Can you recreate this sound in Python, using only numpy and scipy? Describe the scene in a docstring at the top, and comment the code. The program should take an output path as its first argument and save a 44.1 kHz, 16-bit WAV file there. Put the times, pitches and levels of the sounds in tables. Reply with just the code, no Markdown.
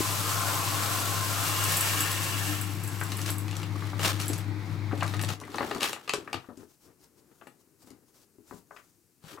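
"""Dry rice pours from a plastic packet into a steel pot, close by in a small kitchen, over a motor's hum on the left.
Random impacts make the hiss of the heap; resonances make the ringing hollow and wall of the pot.
The packet is then shaken empty, snapping and crackling in shaped noise bursts, and carried off to the left.
The hum, harmonics over a noise rumble, is probably a refrigerator's and cuts out a little after five seconds."""
import sys
import numpy as np
from scipy import signal
from scipy.fft import rfft, irfft, next_fast_len
from scipy.io import wavfile
from scipy.ndimage import uniform_filter1d

SR = 44100
rng = np.random.default_rng(int(sys.argv[2]) if len(sys.argv) > 2 else 0)


def put_to_file(sound):
    """Save the sound as 16-bit audio at rate SR, in the file named by the first command-line argument."""
    columns = np.atleast_2d(sound).T  # one column per channel
    safe = np.clip(columns, -1, 1)
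    whole_steps = np.round(safe * 32767)
    wavfile.write(sys.argv[1], SR, whole_steps.astype(np.int16))


N = 414534
TIME = np.arange(N) / SR   # s

# Stereo image at the microphones. Each row: frequency in Hz, left minus right in dB.
LEAN = [(60, 9.5), (110, 19), (200, 0.5), (400, 8), (1300, 3.5), (2400, 4), (4400, 1), (15000, 0.5)]
# Likeness of the two channels. Each row: frequency in Hz, correlation from 0 to 1.
LIKENESS = [(60, 0.9), (300, 1), (640, 0.67), (1400, 0.57), (3100, 0.32), (6800, 0.73), (15000, 0.62)]
# Decay of the small kitchen. Each row: frequency in Hz, time to fall 60 dB in s.
ROOM_T60 = [(150, 0.24), (530, 0.28), (1400, 0.23), (4000, 0.18), (12000, 0.15)]
CUTOFF_HZ = 15850   # nearly nothing is heard above this

# The stream swells, then runs out. Each row: time in s, hiss level in dB.
POUR = [(0, -32), (.2, -32.5), (.8, -31.5), (1.25, -33.5), (1.7, -30), (2.0, -31), (2.2, -34.5),
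        (2.55, -36), (2.74, -46), (3.3, -44.5), (3.45, -52.5), (3.9, -91)]
# Grains landing on grains. Each row: frequency in Hz, relative density in dB per Hz.
GRAIN_COLOUR = [(40, -6.5), (200, -12), (400, 2), (700, 0.5), (2200, 2.5), (3400, 2.5), (5000, 2.5),
                (6600, 1.4), (7900, 4), (9200, -1), (11000, 0.5), (12200, 1.5), (13500, -2), (15700, -4)]
# Air in the pot's hollow. Each row: frequency in Hz, width in Hz, relative level in dB.
HOLLOW_MODES = [(583, 20, -9.5), (700, 40, -4.5), (812, 30, -1), (907, 38, -5.5), (1056, 36, 5.5),
                (1132, 55, 1), (1242, 45, -2.5), (1335, 58, .5), (1400, 24, -2), (1476, 23, -3.5),
                (1500, 13, -3)]
# The pot's steel wall. Each row: frequency in Hz, width in Hz, relative level in dB.
WALL_MODES = [(1643, 49, 0), (1806, 35, 1), (2233, 59, -7), (2370, 60, -5.5), (2665, 55, -1),
              (2730, 50, .5), (2835, 45, -0.5), (2926, 45, -0.5), (3330, 45, -4.5)]
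# The pot's highest rings. Each row: frequency in Hz, width in Hz, relative level in dB.
RIM_MODES = [(6100, 75, 1), (8150, 76, -10), (10020, 40, -2), (12280, 60, -0.5)]
# Ring of the hollow, weaker late in the pour. Each row: time in s, level re the hiss in dB.
HOLLOW_RING = [(0, -7), (.4, -2), (.85, -4), (1.3, -3), (1.8, -8.5), (2.6, -6)]
# ring of the wall re the hiss at full flow, when the pot is empty and when all the rice is in
WALL_EMPTY_DB, WALL_FULL_DB = -18.5, -2
# dB re the hiss per dB of flow: a thin stream misses the wall, and single grains stand out
WALL_FOLLOWS, STRAYS_FOLLOW = 0.33, -0.26
PINGS_PER_S, PING_WIDTH_HZ, PING_DB = 45, 870, -9   # ticking single grains: rate at each of nine pitches
MODE_WANDER_DB, MODE_WANDER_PER_S = 0.04, 9   # the landing spot shifts: very slight change in each ring's drive
MODE_BEND_MS, MODE_BENDS_PER_S = 0.17, 7   # the shifting heap makes each ring run a little ahead or behind

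HUM_HZ = 100.54   # the motor's fundamental
# Hum amplitudes just before the cut. The entries: first, second and third harmonic in dB.
HUM_DB = [-31, -51.5, -47.5]
THIRD_FLUTTER_DB, THIRD_FLUTTER_PER_S = 4, 16   # the third harmonic buzzes unevenly
# The motor's rumble. Each row: frequency in Hz, relative density in dB per Hz.
RUMBLE_COLOUR = [(30, -25.5), (55, -16.5), (84, -16), (110, 5), (140, -4), (162, 2), (190, -7.5),
                 (240, -11.5), (312, -2), (390, -14.5), (500, -19.5), (660, -21.5), (850, -16.5),
                 (1700, -22.5), (2200, -18.5), (2900, -32), (3900, -27), (9000, -45.5)]
RUMBLE_DB = -39   # just before the cut
MOTOR_OFF_S, MOTOR_RISE_DB_PER_S = 5.325, 0.51   # slightly louder and louder until it cuts out
RUN_DOWN_DB, RUN_DOWN_S = 15, 0.061   # lost this soon after the cut; slower from then on

# The still kitchen, with a faint high whine. Each row: frequency in Hz, relative density in dB per Hz.
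FLOOR = [(30, -15), (100, 6), (330, 6.5), (600, -9), (1000, -11.5), (2700, -12.5), (3400, -16.5),
         (4500, -10.5), (8000, -7.5), (13450, -10), (13620, -1), (13800, -10.5), (16000, -14)]
FLOOR_DB = -68.6

# Packet and hand bump softly against pot and table.
# Each row: start in s, direct peak in dB, pitch in Hz, send to the room in dB.
BUMPS = [(.005, -19.5, 318, -24), (4.300, -25, 301, -14), (4.93, -26.5, 278, -13),
         (5.607, -28.5, 287, -0.5), (5.759, -30.5, 282, -8), (6.138, -38, 292, -12),
         (6.184, -31.5, 336.3, -8), (6.349, -38.5, 105, -5), (6.371, -51, 106, -14), (6.487, -40, 246, -2),
         (6.575, -42, 278, -2), (6.631, -49, 300, -1), (7.845, -54, 260, -5), (7.908, -47, 270, -4),
         (8.385, -48.5, 311, -0.5), (8.513, -41.5, 272, -4), (8.541, -44, 183, -6), (9.241, -43.5, 149, -9),
         (9.267, -48, 160, -12)]
# The packet's air. Each row: multiple of the pitch, width as a share of the pitch, relative level in dB.
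BUMP_MODES = [(1, 0.27, 4.5), (1.45, .2, -5)]
# The table top. Each row: frequency in Hz, width in Hz, relative level in dB.
TABLE_MODES = [(100, 41, -7)]

# Tiny creases flick over, high and glassy. Each row: start in s, peak before the room in dB.
TICKS = [(.6784, -34), (1.5923, -28), (1.6393, -16), (1.72, -21), (1.7694, -12), (1.809, -14.5),
         (2.006, -13.5), (2.114, -20), (2.613, -23.5), (2.837, -28), (2.876, -27), (3.004, -30),
         (3.035, -27), (3.17, -25), (3.3035, -21), (3.383, -26), (4.259, -30), (4.281, -19.5),
         (4.38, -32.5), (5.213, -29), (5.225, -30), (5.237, -38), (7.473, -45.5)]
# Ring of such a crease. Each row: frequency in Hz, width in Hz, relative level in dB.
TICK_MODES = [(7780, 450, 1.5), (10460, 2300, -3), (13900, 3300, -7.5)]

# Tilts and shakes send grains and crinkles through the packet.
# Each row: time of the height in s, half length in s, level in dB.
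SHAKES = [(3.13, 0.14, -47.5), (3.298, 0.033, -38), (3.58, 0.076, -45.5), (3.86, 0.16, -48),
          (4.055, 0.04, -29.5), (4.1, 0.051, -38), (4.215, 0.024, -44.5), (4.27, 0.16, -43.5),
          (4.7, 0.1, -56), (5.09, 0.15, -47.5), (5.312, 0.036, -41), (5.67, 0.17, -46.5),
          (5.843, 0.023, -34), (5.878, 0.05, -37.5), (6.05, 0.39, -58.5), (9.305, 0.052, -50.5)]
# Grains and crinkles in the packet. Each row: frequency in Hz, relative density in dB per Hz.
SLIDE_COLOUR = [(150, -29.5), (400, -2), (900, -3.5), (1300, 2), (1550, -3), (1700, -0.5), (2000, -4),
                (2750, -4), (3200, -2.5), (4500, -6), (8000, -10.5), (10000, -13.5), (13000, -13.5),
                (16000, -19)]
WRINKLES_PER_S, WRINKLES_DB = 260, -8.5   # sparse sharp wrinkles among the grains; level re the grains
# The empty packet bends in the hand. Each row: time of the height in s, half length in s, level in dB.
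BENDS = [(5.44, 0.042, -55), (5.68, 0.22, -40), (6.24, 0.13, -50.5), (6.365, 0.037, -61),
         (6.61, 0.031, -50.5), (6.88, 0.037, -63), (7.25, 0.39, -67), (7.318, 0.0088, -61),
         (7.92, 0.055, -59), (8.3, 0.79, -72), (9.35, 0.076, -55)]
# The empty packet flexing. Each row: frequency in Hz, relative density in dB per Hz.
FLEX_COLOUR = [(30, -32), (70, -7.5), (120, -2), (200, -4.5), (300, 4), (420, 0.5), (600, -11.5),
               (1300, -13.5), (2400, -23.5), (4500, -30.5), (9000, -53)]
# Fingers stroke the foil, which sings a little at each spot.
# Each row: time of the height in s, half length in s, gain in dB, singing pitch in Hz.
STROKES = [(6.62, 0.036, -61, 6000), (6.723, 0.041, -64.5, 6200), (6.856, 0.048, -62.5, 5440),
           (7.035, 0.037, -60.5, 5180), (7.192, .025, -68, 4900), (7.414, 0.13, -70, 7050),
           (7.613, .022, -67, 5960), (7.827, .032, -61.5, 4970), (7.888, 0.024, -62, 7600),
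           (8.09, .025, -67.5, 6500), (8.172, 0.032, -59.5, 5670), (8.229, 0.024, -62, 4500),
           (8.475, 0.035, -67, 7000), (8.55, 0.051, -57, 7300), (8.818, 0.12, -64.5, 6550),
           (9.323, .062, -58, 8000)]
# Fingers rubbing foil. Each row: frequency in Hz, relative density in dB per Hz.
RUB_COLOUR = [(400, 6), (1300, 3), (1900, -3), (3300, -1.5), (5000, 1.5), (8000, 1), (12000, -2.5),
              (16000, -2)]
STROKE_WIDTH_HZ, STROKE_SING_DB = 800, -5.5

# The packet knocks against the rim or a finger; the stiffer the spot, the higher the band that rings.
# Each row: start in s, relative level in dB, lower edge in Hz, upper edge in Hz, scuff re the contact in dB.
KNOCKS = [(3.0113, -31, 830, 1770, -9), (3.755, -42, 700, 1280, -23), (3.821, -38.5, 805, 1700, -10),
          (3.931, -38, 645, 1335, -9), (4.301, -39, 220, 700, -15), (4.911, -40.5, 900, 1560, -16),
          (4.919, -39, 750, 1800, -9), (4.930, -34, 434, 1040, -13), (5.009, -39, 2400, 3050, -15),
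          (5.0235, -26, 650, 1490, -21), (5.0302, -30.5, 740, 1450, -15), (5.415, -43, 400, 1400, -6),
          (5.436, -46, 1400, 2280, -6), (5.478, -46, 700, 1600, -14), (5.5439, -39.5, 450, 1400, -20),
          (5.606, -28.5, 450, 1500, -10), (5.614, -34, 350, 1220, -13), (5.646, -43, 300, 900, -13),
          (5.715, -36, 400, 1400, -10), (5.761, -36.5, 302, 1300, -15), (5.8282, -28, 2500, 3100, -13),
          (5.962, -41.5, 600, 1680, -10), (6.1367, -31.5, 350, 1540, -29), (6.179, -49, 278, 790, -19),
          (6.275, -39, 547, 1820, -14), (6.442, -54.5, 506, 1600, -6), (6.488, -50, 298, 1070, 0),
          (6.63, -56, 300, 1260, -22), (7.315, -74, 400, 1400, -11), (7.412, -53.5, 600, 2200, -4),
          (7.419, -51.5, 250, 1190, -29), (8.509, -46, 700, 1510, -15), (8.523, -47.5, 293, 1000, -15),
          (8.7085, -46, 390, 1320, -7), (8.763, -49.5, 650, 2370, 1), (8.7635, -61, 4850, 5200, -14),
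          (9.373, -50, 700, 1600, -1), (9.381, -48, 450, 1470, -10)]
# The filled pot and the table under it. Each row: frequency in Hz, width in Hz, relative level in dB.
KNOCK_BODY_MODES = [(415, 56, 4.5), (885, 120, -10), (1170, 70, 1)]
KNOCK_CONTACT_S, KNOCK_FADE_S = .0016, .02   # time to the height of the contact; fading time of the scuff
KNOCK_TOP_RATIO = 1.67   # a soft contact excites little above this multiple of the upper edge

# Dry clicks of single grains and small wrinkles. Each row: start in s, peak before the room in dB.
CLICKS = [(3.0133, -29), (3.554, -32), (4.977, -38), (5.008, -33), (5.0315, -28), (5.065, -30.5),
          (5.1455, -35), (5.1676, -33), (5.1945, -30), (5.248, -25), (5.2594, -38), (5.401, -35),
          (5.452, -40.5), (5.5583, -30), (5.697, -34), (5.7723, -34), (5.808, -24), (5.8304, -16),
          (5.887, -22), (6.0945, -29), (6.137, -16), (6.571, -51), (8.2178, -53), (8.7643, -57)]

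# The packet buckles. Sharpness names the loudest part: 0 thud, 1 pop, 2 crack, 3 sizzle; it may lie beyond.
# Each row: start in s, relative strength in dB, sharpness, change of level one step away (positive is a fall)
# in dB, flutter re the snap in dB.
BUCKLES = [(3.117, -36, 2.5, 3, -6), (3.189, -39, 1.5, 9, -7), (3.214, -34, 3.5, 4.5, -11),
           (3.26, -34, 3.5, 2.5, -12), (3.479, -43, 2, 3, -3), (3.51, -40.5, 2.5, 10, -10),
           (3.527, -41, 1.5, 12, -8), (3.566, -38.5, 3, 9, -18), (3.584, -49, 7, 1, -6),
           (3.629, -40, 2, 5.5, -9), (3.993, -37.5, 1.5, 1.5, -9), (4.031, -32.5, 3.2, 8.5, -11),
           (4.046, -29, 1.5, 5.5, -4), (4.079, -27, 4.5, 2.5, -8), (4.187, -49, 4.5, 0.5, -10),
           (4.199, -35.5, 3, 4, -10), (4.212, -31, 3.5, 7, -4), (4.331, -31.5, 3.5, 5.5, -7),
           (5.007, -37.5, 1.5, 8, -11), (5.029, -38, 2.5, 9, -6.5), (5.077, -40, 2.5, 5, -8),
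           (5.136, -35.5, 1.2, 6.5, -3), (5.192, -35, 1.4, 11, -8.5), (5.212, -31.5, 5.5, 1, -9),
           (5.223, -39.5, 7, 6.5, -8), (5.235, -39, 3.5, 0, -11), (5.286, -35.5, 2.5, 1.5, -2),
           (5.302, -43, 1, 4.5, -12), (5.334, -48, 1.5, -1, -10), (5.412, -48, 3.5, 5, -8),
           (5.517, -50.5, 2.3, 8, -11.5), (5.542, -37.5, 1, 6, -6.5), (5.582, -31.5, 1.1, 6, -9),
           (5.627, -33.5, 0.8, 9.5, -6), (5.709, -32, 1.1, 6, -3.5), (5.747, -42, 2.5, 3.5, -11),
           (5.806, -33, 2, 6.5, -8), (5.817, -33.5, 1, 3.5, -3), (5.8282, -30, 2.5, 3, -6),
           (5.839, -30.5, 2, 4.5, -9.5), (5.929, -35, 2.5, 2, -8), (6.076, -38.5, 1.5, 5.5, -10),
           (6.093, -27, 2, 6.5, -20), (6.135, -30.5, 4.5, .5, -11), (6.3287, -31, 1.73, 5.5, -5),
           (6.338, -36.5, 0.5, 8, 1), (6.356, -43, 1.6, 12, 1), (6.571, -54, 3, 13, -5),
           (7.469, -51.5, 0.8, 3.5, -12), (7.871, -66, 3.5, -0.5, 1), (7.903, -48, 4.5, 3, -13),
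           (9.237, -60, 6, 0, -2), (9.243, -58, 7, 1.5, -5)]
# A broad panel of foil. Each row: frequency in Hz, width in Hz, relative level in dB.
PANEL_MODES = [(750, 180, 1.5), (1240, 170, 1.5), (1770, 240, -3)]
# A stiff crease. Each row: frequency in Hz, width in Hz, relative level in dB.
CREASE_MODES = [(2180, 770, -1), (2840, 310, 4), (3640, 1000, -1.5), (4700, 2000, -6.5)]
FLUTTER_T60_S = 0.08   # the foil settles after a snap
POT_ECHO_DB = -7.5   # cracks of the packet ring the wall of the pot beneath it

# The packet is carried off to the left. Each row: time in s, extra left minus right in dB.
PACKET_LEAN = [(0, -0.5), (5, 0), (5.7, 0), (6.2, -0.5), (6.6, 3), (8.5, 3.5), (9.4, 1.5)]


def from_db(db):
    """Decibels to gain."""
    return np.exp(np.asarray(db) * (np.log(10) / 20))


def rms_one(x):
    """Scale to unit power."""
    return x / np.sqrt(np.mean(x ** 2) + 1e-20)


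def peak_at(sound, peak_db):
    """Scale a sound to a peak in dB."""
    return from_db(peak_db) * sound / np.abs(sound).max()


def at_hz(points, hz):
    """Read a table on a log-frequency axis."""
    f, value = np.transpose(points)
    return np.interp(np.log(np.maximum(hz, 1)), np.log(f), value)


def over_time(points):
    """Read a table at every sample."""
    return np.interp(TIME, *np.transpose(points))


def pan(left_db):
    """Left and right gains whose mean is one."""
    sides = from_db(np.array([[.5], [-.5]]) * left_db)
    return sides / sides.mean(0)


def drift(rate):
    """Smooth chance with about `rate` turns a second; spread 1."""
    knots = rng.standard_normal(8192)
    return rms_one(np.interp(TIME * rate, np.arange(len(knots)), knots))


def swells(rows):
    """Gain in time of smooth gestures, each rising to its height and falling again."""
    t = TIME[::32]
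    gain = sum(from_db(db) * np.exp(-((t - s) / half) ** 2) for s, half, db in rows)
    return np.interp(TIME, t, gain)


def band(x, low_hz, high_hz):
    """Causal band-pass."""
    edges = [low_hz, min(high_hz, .45 * SR)]
    return signal.sosfilt(signal.butter(2, edges, "band", fs=SR, output="sos"), x + 1e-18)


def resonate(x, modes):
    """Parallel two-pole resonances of alternating sign; a wider one dies sooner."""
    out = 0
    for k, (hz, width, db) in enumerate(modes):
        r = np.exp(-np.pi * width / SR)
        poles = [1, -2 * r * np.cos(2 * np.pi * hz / SR), r * r]
        ring = signal.lfilter([1, 0, -1], poles, x + 1e-18)
        out = out + (-1) ** k * from_db(db) * (1 - r * r) / 2 * ring
    return out


def wandering(hits, modes):
    """Resonances each struck very slightly harder or softer over time, and wavering in pitch."""
    out = 0
    for mode in modes:
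        ring = resonate(hits * from_db(MODE_WANDER_DB * drift(MODE_WANDER_PER_S)), [mode])
        bent = TIME + MODE_BEND_MS / 1000 * drift(MODE_BENDS_PER_S)
        out = out + np.array([np.interp(bent, TIME, side) for side in ring])
    return out


def impacts(per_s, size_db):
    """Two trains of random tiny collisions of uneven strength, at a steady mean power."""
    chance = np.clip(per_s / SR, 1e-4, 1)
    hit = rng.random((2, N)) < chance
    sizes = rng.laplace(0, 1, (2, N))[hit]
    train = np.zeros((2, N))
    train[hit] = np.sign(sizes) * from_db(size_db * np.minimum(np.abs(sizes), 5))
    return train / np.sqrt(chance)


def spread(pair, colour):
    """Two unrelated signals become one coloured sound, left of the microphones and partly diffuse; mid rms 1."""
    size = next_fast_len(N)
    hz = np.arange(size // 2 + 1) * SR / size
    mid, side = rfft(pair, size) * from_db(at_hz(colour, hz)) * np.minimum(hz / 20, 1)
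    alike = np.clip(at_hz(LIKENESS, hz), 0, 1)
    sides = np.sqrt(1 + alike) * mid + np.sqrt(1 - alike) * side * [[1], [-1]]
    out = irfft(sides * pan(at_hz(LEAN, hz)), size)[:, :N]
    return out / out.mean(0).std()


def add(track, s, sound):
    """Mix a short sound in at time s."""
    start = max(round(s * SR), 0)
    track[start:start + len(sound)] += sound[:max(N - start, 0)]


def kitchen(x, wet_db):
    """The direct sound plus a diffuse tail whose decay and left-right likeness depend on frequency."""
    t = TIME[:SR // 2]
    edges = np.geomspace(60, 16000, 9)
    tail = 0
    for low, high in zip(edges, edges[1:]):
        hz = np.sqrt(low * high)
        alike = np.clip(at_hz(LIKENESS, hz), 0, 1) ** 2
        separate, common = rng.standard_normal((2, len(t))), rng.standard_normal(len(t))
        noise = np.sqrt(1 - alike) * separate + np.sqrt(alike) * common
        tail = tail + band(noise, low, high) * from_db(-60 * t / at_hz(ROOM_T60, hz))
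    tail = tail * np.clip(t / 0.0073, 0, 1)   # the tail builds up over 7.3 ms
    tail = tail / np.sqrt(np.sum(tail ** 2) / 2)
    return x + from_db(wet_db) * signal.oaconvolve(x[None], tail, axes=1)[:, :N]


def rice():
    """Grains land in clumps and ring the pot; as it fills, the wall takes over from the hollow."""
    hiss = from_db(over_time(POUR))
    flow, fill = hiss / hiss.max(), np.cumsum(hiss) / hiss.sum()
    hollow_gain = from_db(over_time(HOLLOW_RING))
    wall_gain = from_db(WALL_EMPTY_DB + (WALL_FULL_DB - WALL_EMPTY_DB) * fill) * flow ** WALL_FOLLOWS

    clumps = from_db(0.49 * drift(300) + 0.98 * drift(25))
    grains = impacts(per_s=14000 * np.sqrt(flow), size_db=0.6) * clumps
    rim = from_db(-3.0) * resonate(grains[::-1], RIM_MODES)   # swapped trains make it more diffuse
    # a few grains bounce hard
    stray_gain = from_db(-12.0) * np.maximum(flow, .15) ** STRAYS_FOLLOW
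    strays = stray_gain * impacts(per_s=300 * np.sqrt(flow), size_db=0.9)
    pings = sum(resonate(impacts(per_s=PINGS_PER_S, size_db=1.0), [(hz, PING_WIDTH_HZ, PING_DB)])
                for hz in np.geomspace(2200, 13000, 9))
    heap = spread(grains + rim + strays + pings, GRAIN_COLOUR)

    hard_hits = impacts(per_s=5000, size_db=0.5)
    # colours in Hz and relative dB
    hollow = spread(wandering(hard_hits, HOLLOW_MODES), [(300, -0.5), (800, -0.5), (1600, 0.0), (4000, -9.5)])
    wall = spread(wandering(hard_hits, WALL_MODES), [(700, -9.5), (1600, -1.5), (3000, -3.0), (6000, -3)])
    return hiss * (heap + hollow_gain * hollow + wall_gain * wall)


def motor():
    """A hum at twice the mains rate over the rumble of the shaking cabinet; both die when it cuts out."""
    before, after = np.maximum(MOTOR_OFF_S - TIME, 0), np.maximum(TIME - MOTOR_OFF_S, 0)
    running = from_db(-MOTOR_RISE_DB_PER_S * before - RUN_DOWN_DB * (after / RUN_DOWN_S) ** 0.42)
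    phase = 2 * np.pi * HUM_HZ * TIME + 0.11 * drift(6)
    flutter_db = THIRD_FLUTTER_DB * drift(THIRD_FLUTTER_PER_S)
    hum = sum(from_db(db + flutter_db * (k == 3)) * np.sin(k * phase) for k, db in enumerate(HUM_DB, 1))
    uneven_hum = hum * from_db(0.93 * drift(9.9))
    rumble = from_db(RUMBLE_DB) * spread(rng.standard_normal((2, N)), RUMBLE_COLOUR)
    return running * (uneven_hum * pan(11.5) + rumble)


def still_kitchen():
    """Steady coloured noise: the quiet room and its faint whine."""
    return from_db(FLOOR_DB) * spread(rng.standard_normal((2, N)), FLOOR) * pan(3.0)


def bumps():
    """A soft push sets the table top and the packet's air ringing low."""
    push = np.exp(-TIME[:SR // 5] / 0.00066)
    table = resonate(push, TABLE_MODES)
    direct, sent = np.zeros((2, N))
    for s, peak_db, pitch_hz, room_db in BUMPS:
        air = resonate(push, np.array(BUMP_MODES) * [pitch_hz, pitch_hz, 1])
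        sound = peak_at(air + table, peak_db)
        add(direct, s, sound)
        add(sent, s, from_db(room_db) * sound)
    tail = kitchen(sent, wet_db=-1) - sent
    return (direct + tail) * pan(8.5)


def ticks():
    """Creases flick over: a short noise burst rings them briefly, very high."""
    t = TIME[:SR // 20]
    track = np.zeros(N)
    for s, peak_db in TICKS:
        flick = rng.standard_normal(len(t)) * np.exp(-t / 0.0034)
        add(track, s, peak_at(resonate(flick, TICK_MODES), peak_db))
    return kitchen(track, wet_db=-2.5) * pan(1.6)


def foil():
    """Tiny impacts make the crackle of sliding grains, dull flexing of the packet and whisper of fingers."""
    crackle = impacts(per_s=3200, size_db=0.5) * from_db(2.4 * drift(220))
    wrinkles = from_db(WRINKLES_DB) * impacts(per_s=WRINKLES_PER_S, size_db=0.5)
    sliding = swells(SHAKES) * spread(crackle + wrinkles, SLIDE_COLOUR)

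    flexing = impacts(per_s=1500, size_db=0.5) * from_db(2 * drift(45))
    bending = swells(BENDS) * spread(flexing, FLEX_COLOUR)

    rubbing = spread(impacts(per_s=9000, size_db=0.5) * from_db(2 * drift(70)), RUB_COLOUR)
    strokes = 0
    for s, half, db, hz in STROKES:
        singing = resonate(rubbing, [(hz, STROKE_WIDTH_HZ, STROKE_SING_DB)])
        strokes = strokes + swells([(s, half, db)]) * (from_db(-1.0) * rubbing + singing)
    return sliding + bending + strokes


def knocks():
    """A soft contact and a grainy scuff ring a band of the packet, over a weaker, broader body."""
    t = TIME[:SR // 10]
    contact = t / KNOCK_CONTACT_S * np.exp(1 - t / KNOCK_CONTACT_S)
    track = np.zeros(N)
    for s, db, low_hz, high_hz, scuff_db in KNOCKS:
        push, grain, uneven = rng.standard_normal((3, len(t)))
        uneven_db = 3.1 * rms_one(uniform_filter1d(uneven, size=70))
        scuff = from_db(scuff_db + uneven_db) * np.exp(-t / KNOCK_FADE_S)
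        top_hz = KNOCK_TOP_RATIO * high_hz
        body = band(grain * contact + push * scuff, low_hz / 3, top_hz)
        sound = band(push * contact + grain * scuff, low_hz, high_hz) + from_db(-15.0) * body
        sound = signal.sosfilt(signal.butter(6, min(top_hz, CUTOFF_HZ), fs=SR, output="sos"), sound)
        add(track, s, from_db(db) * sound / sound[t < .009].std())   # levelled on its first 9 ms
    rung = from_db(-1.0) * track + from_db(-2.0) * resonate(track, KNOCK_BODY_MODES)
    return kitchen(rung, wet_db=-7.5) * pan(6.0)


def clicks():
    """A lone grain or wrinkle flicks the foil: a very short, broad click."""
    t = TIME[:SR // 100]
    track = np.zeros(N)
    for s, peak_db in CLICKS:
        flick = rng.standard_normal(len(t)) * np.exp(-t / 0.001)
        add(track, s, peak_at(band(flick, 2200, 9200), peak_db))
    return kitchen(track, wet_db=-4.0) * pan(2.3)


def buckles():
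    """Foil snaps through in a few milliseconds and flutters on; the bag's air thuds, panels pop, creases crack."""
    t = TIME[:SR // 5]
    times, strength_db, sharpness, fall_db, flutter_db = np.transpose(BUCKLES)
    noise = rng.standard_normal((len(times), 5, len(t))).swapaxes(0, 1)
    snap = np.clip(t / .0012, 0, 1) * np.exp(-(t / .0036) ** 4)
    uneven = from_db(6.4 * rms_one(uniform_filter1d(noise[-1], size=50)))
    settling = from_db(-60 * t / FLUTTER_T60_S) * np.clip(t / 0.0028, 0, 1)
    flutter = from_db(flutter_db[:, None]) * uneven * settling
    low, middle, high, top = noise[:-1] * (snap + flutter)

    thud = band(low, 230, 640) + from_db(-5.0) * band(top, 110, 180)
    pop = band(resonate(middle, PANEL_MODES), 730, 2900)
    crack = band(resonate(high, CREASE_MODES), 1900, 6300)
    sizzle = band(top, 5000, 8370) + from_db(-6.5) * band(middle, 9100, 12500)

    tracks = np.zeros((4, N))
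    for step, sounds in enumerate((thud, pop, crack, sizzle)):
        levels_db = strength_db - fall_db * np.abs(step - sharpness) ** 1.7
        for s, sound, db in zip(times, sounds, levels_db):
            add(tracks[step], s, rms_one(sound) * from_db(db))
    thuds, pops, cracks, sizzles = tracks
    cracks = cracks + from_db(POT_ECHO_DB) * resonate(cracks, WALL_MODES)
    dull = kitchen(from_db(-10.0) * thuds + from_db(-13.5) * pops, wet_db=-8.0)
    bright = kitchen(from_db(-14.5) * cracks + from_db(-17.0) * sizzles, wet_db=-5.0)
    return dull * pan(7.0) + bright * pan(4.4)


def scene():
    """Rice, packet and motor over the still kitchen."""
    packet = bumps() + ticks() + foil() + knocks() + clicks() + buckles()
    packet = packet * pan(over_time(PACKET_LEAN))
    return rice() + motor() + still_kitchen() + packet


def record(dry):
    """A steep low-pass filter cuts the top."""
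    return signal.sosfilt(signal.ellip(12, .1, 80, CUTOFF_HZ, fs=SR, output="sos"), dry)


dry = scene()
out = record(dry)
put_to_file(out)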